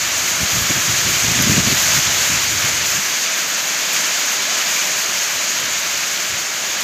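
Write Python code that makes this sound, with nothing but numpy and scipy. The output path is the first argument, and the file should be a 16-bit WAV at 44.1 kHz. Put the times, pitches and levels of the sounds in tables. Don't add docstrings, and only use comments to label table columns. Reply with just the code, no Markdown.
import sys
import numpy as np
from scipy import signal
from scipy.fft import rfft, irfft, next_fast_len
from scipy.io import wavfile

SR = 44100
rng = np.random.default_rng(int(sys.argv[2]) if len(sys.argv) > 2 else 0)


def digitize_waveform(pressure):
    field = np.atleast_2d(pressure).T
    bounded = np.clip(field, -1, 1)
    quanta = np.round(bounded * 32767).astype(np.int16)
    wavfile.write(sys.argv[1], SR, quanta)


N = 301203
SIZE = next_fast_len(N)

# centre in Hz, width in Hz, lift in dB.
PORT_PEAKS = [(6675, 1660, 14.5), (12800, 2130, 6)]


def from_db(db):
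    return 10 ** (np.asarray(db) / 20)


def rms_one(x):
    return x / np.sqrt(np.mean(x ** 2) + 1e-20)


def in_time(rows):
    seconds, *columns = np.transpose(rows)
    return [np.interp(np.arange(N) / SR, seconds, column) for column in columns]


def coloured(x, colour, peaks=()):
    hz = np.arange(SIZE // 2 + 1) * SR / SIZE + 1
    at, db = np.transpose(colour)
    shape_db = np.interp(np.log(hz), np.log(at), db)
    lift = sum(lift_db * np.exp(-2 * ((hz - centre) / width) ** 2) for centre, width, lift_db in peaks)
    return rfft(x, SIZE) * from_db(shape_db + lift), np.log(hz)


def drift(corner_hz):
    step = 40
    r = np.exp(-2 * np.pi * step * corner_hz / SR)
    noise = rng.standard_normal(N // step + 2002)
    slow = signal.lfilter([1], [1, -2 * r, r * r], noise)[2000:]
    return np.interp(np.arange(N) / step, np.arange(len(slow)), rms_one(slow))


def clicks(per_s, spread_db):
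    excess_db = spread_db * np.minimum(rng.exponential(1, N), 4)
    sizes = from_db(excess_db) * rng.choice([-1, 1], N)
    return sizes * (rng.random(N) < per_s / SR)


def wind():
    # time in seconds, level in dB before the lumps and vent.
    wind_levels = [(0.0, -40.5), (.3, -38), (.95, -34.5), (1.27, -36), (1.52, -27), (2.0, -38), (2.6, -36),
                   (2.95, -38), (3.3, -57), (3.95, -52), (4.85, -57), (5.1, -50), (5.5, -53), (5.75, -42),
                   (5.95, -53), (6.83, -52)]
    # frequency in Hz, relative level in dB per Hz.
    wind_colour = [(15, -57), (25, -23), (71, 0.5), (141, -0.5), (215, -8), (370, -6.5), (480, -26),
                   (620, -30), (1060, -120)]
    (wind_db,) = in_time(wind_levels)
    lumps_db = 2.5 * drift(12)
    spectrum, _ = coloured(rng.standard_normal(N), wind_colour)
    flow = rms_one(irfft(spectrum, SIZE)[:N])
    return from_db(wind_db + lumps_db) * flow


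def buffets():
    # time of the top in seconds, rms level there in dB before the vent,
    # length in seconds from the top until the swell has fallen to exp(-2).
    eddies = [(0.428, -22.5, 0.032), (0.588, -24, 0.067), (0.706, -20, 0.015), (0.771, -24, 0.022),
              (0.9, -27.5, 0.055), (1.089, -26, 0.043), (1.246, -24, 0.028), (1.304, -22.5, 0.049),
              (1.364, -22, 0.016), (1.404, -19, 0.028), (1.438, -23, 0.012), (1.475, -15.5, 0.013),
              (1.499, -14.5, 0.015), (1.518, -16.5, 0.017), (1.545, -20, 0.017), (1.586, -13, 0.026),
              (1.679, -18.5, 0.018), (1.726, -17, 0.016), (1.876, -28.5, 0.041), (1.972, -23.5, 0.043),
              (2.092, -29.5, 0.036), (2.303, -27, .012), (2.334, -26, 0.037), (2.647, -25, 0.02),
              (2.972, -33.5, .038), (6.333, -37, .057)]
    pitch_hz, pitch_length_s = 149, 0.023
    slope = 0.26
    t = np.arange(-3000, 3000) / SR
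    out = np.zeros(N)
    for (s, db, length), noise in zip(eddies, rng.standard_normal((len(eddies), len(t)))):
        hz = pitch_hz * (pitch_length_s / length) ** slope
        band = signal.butter(2, [hz * 0.6, hz * 1.475], "band", fs=SR, output="sos")
        swell = np.exp(-2 * (t / length) ** 2)
        puff = swell * signal.sosfilt(band, noise)
        puff *= np.sqrt(np.sum(swell ** 2) / np.sum(puff ** 2))
        start = round(s * SR) - len(t) // 2
        out[start:start + len(t)] += from_db(db) * puff
    return out


def splashes():
    # start in seconds, starting rms level in dB ahead of the port.
    loud_splashes = [(1.3179, -27), (1.4207, -23), (1.514, -30), (3.9315, -26), (4.1869, -35),
                     (4.2527, -31), (4.4218, -32), (4.8698, -29), (5.233, -32)]
    small_per_s, small_db, small_spread_db = 3.0, -39, 2.5
    strikes = from_db(small_db) * np.abs(clicks(small_per_s, small_spread_db))
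    for s, db in loud_splashes:
        strikes[round(s * SR)] = from_db(db)
    r = from_db(-60 / (.06 * SR))
    fading = signal.lfilter([1], [1, -r], strikes + 1e-18)
    band = signal.butter(2, [7500, 15000], "band", fs=SR, output="sos")
    spray = signal.sosfilt(band, rng.standard_normal(N))
    return fading * rms_one(spray)


def plinks():
    per_s, ring_cycles = 1200, 90
    struck = clicks(per_s, 3.5)
    pitches_hz = np.geomspace(500, 3500, 70)
    dealt = rng.integers(0, len(pitches_hz), N)
    out = np.zeros(N)
    for k, hz in enumerate(pitches_hz):
        r = from_db(-60 * hz / (ring_cycles * SR))
        w = 2 * np.pi * hz / SR
        mine = struck * (dealt == k) + 1e-18
        out += signal.lfilter([1 - r, 0, r - 1], [1, -2 * r * np.cos(w), r * r], mine)
    return rms_one(out)


def drops():
    drops_per_s, spread_db = 28000, 1.2
    plink_db = -16
    impacts = clicks(drops_per_s, spread_db) + 0.88 * rng.standard_normal(N)
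    return rms_one(impacts) + from_db(plink_db) * plinks()


def rain(surge_db, patch_db, treble_db):
    # time in seconds, level in dB behind the port, before the bands' own shifts.
    rain_levels = [(0.0, -20.5), (.6, -18), (1.56, -15.5), (1.63, -17), (1.68, -14.5), (1.84, -16.5),
                   (1.92, -14.5), (2.07, -17), (2.2, -16), (2.5, -18.5), (2.62, -17.5), (3.3, -20),
                   (3.88, -19.5), (3.96, -18), (4.13, -19), (4.7, -18.5), (6.2, -21), (6.5, -23),
                   (6.83, -21)]
    # frequency in Hz, relative level in dB per Hz.
    rain_colour = [(20, -40), (45, -43), (90, -33), (160, -11.5), (480, -11.5), (800, -10), (1500, -3.5),
                   (3000, -3.5), (5300, -9.5), (8800, -17.5), (10500, -20.5), (15700, -20.5)]
    # centre in Hz, width in Hz, lift in dB.
    roof_peaks = [(634, 130, 4.5), (1664, 110, 2), (2300, 460, 1.5), (4610, 1030, 4)]
    # time in seconds, treble lift in dB, roof drumming lift in dB.
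    balance = [(0, 2.5, 1.5), (.7, 2.5, 1), (1.3, 1, -0.5), (2.2, 2.3, -.5), (3.5, 1.2, 1), (4.6, 1, 1),
               (5.8, 1, 0.8), (6.83, 1, 3.5)]
    roof_hz, splash_hz = 990, 7400
    yard_hz = 2260
    (rain_db,), (splash_db, roof_db) = in_time(rain_levels), in_time(balance)
    swing_db = rain_db - rain_db.mean()
    yard_db = 1.0 - 0.22 * swing_db
    fall = drops()
    spectrum, log_hz = coloured(fall, rain_colour, roof_peaks)
    heard, _ = coloured(fall, rain_colour, [*roof_peaks, *PORT_PEAKS])
    scale = np.sqrt(np.mean(irfft(heard, SIZE) ** 2))
    surge, flicker = drift(13), drift(12)
    centres = np.log(np.geomspace(150, 13000, 11))
    out = np.zeros(N)
    for k, centre in enumerate(centres):
        weight = np.interp(log_hz, centres, np.arange(len(centres)) == k)
        band = irfft(spectrum * weight, SIZE)[:N]
        near = 1 / (1 + (splash_hz / np.exp(centre)) ** 6)
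        roof = 1 / (1 + (np.exp(centre) / roof_hz) ** 4)
        yard = np.exp(-2 * (centre - np.log(yard_hz)) ** 2)
        shift = yard * yard_db + near * splash_db + roof * roof_db
        together = (1 - roof) * surge_db * surge
        patchy = (patch_db + 0.52 * near) * drift(12.4)
        chance = together + patchy + near * treble_db * flicker
        out += band * from_db(shift + chance)
    return from_db(rain_db) * out / scale


def scene():
    vent = signal.butter(2, 58, "high", fs=SR, output="sos")
    gust = signal.sosfilt(vent, wind() + buffets())
    shower = rain(surge_db=.4, patch_db=.5, treble_db=.8)
    return np.array([shower + splashes() + gust] * 2)


def record(dry):
    flat = [(20, 0), (20000, 0)]
    spectrum, _ = coloured(dry, flat, PORT_PEAKS)
    ported = irfft(spectrum, SIZE)[:, :N]
    top_cut = signal.ellip(16, .3, 85, 15500, fs=SR, output="sos")
    return signal.sosfilt(top_cut, ported)


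dry = scene()
out = record(dry)
digitize_waveform(out)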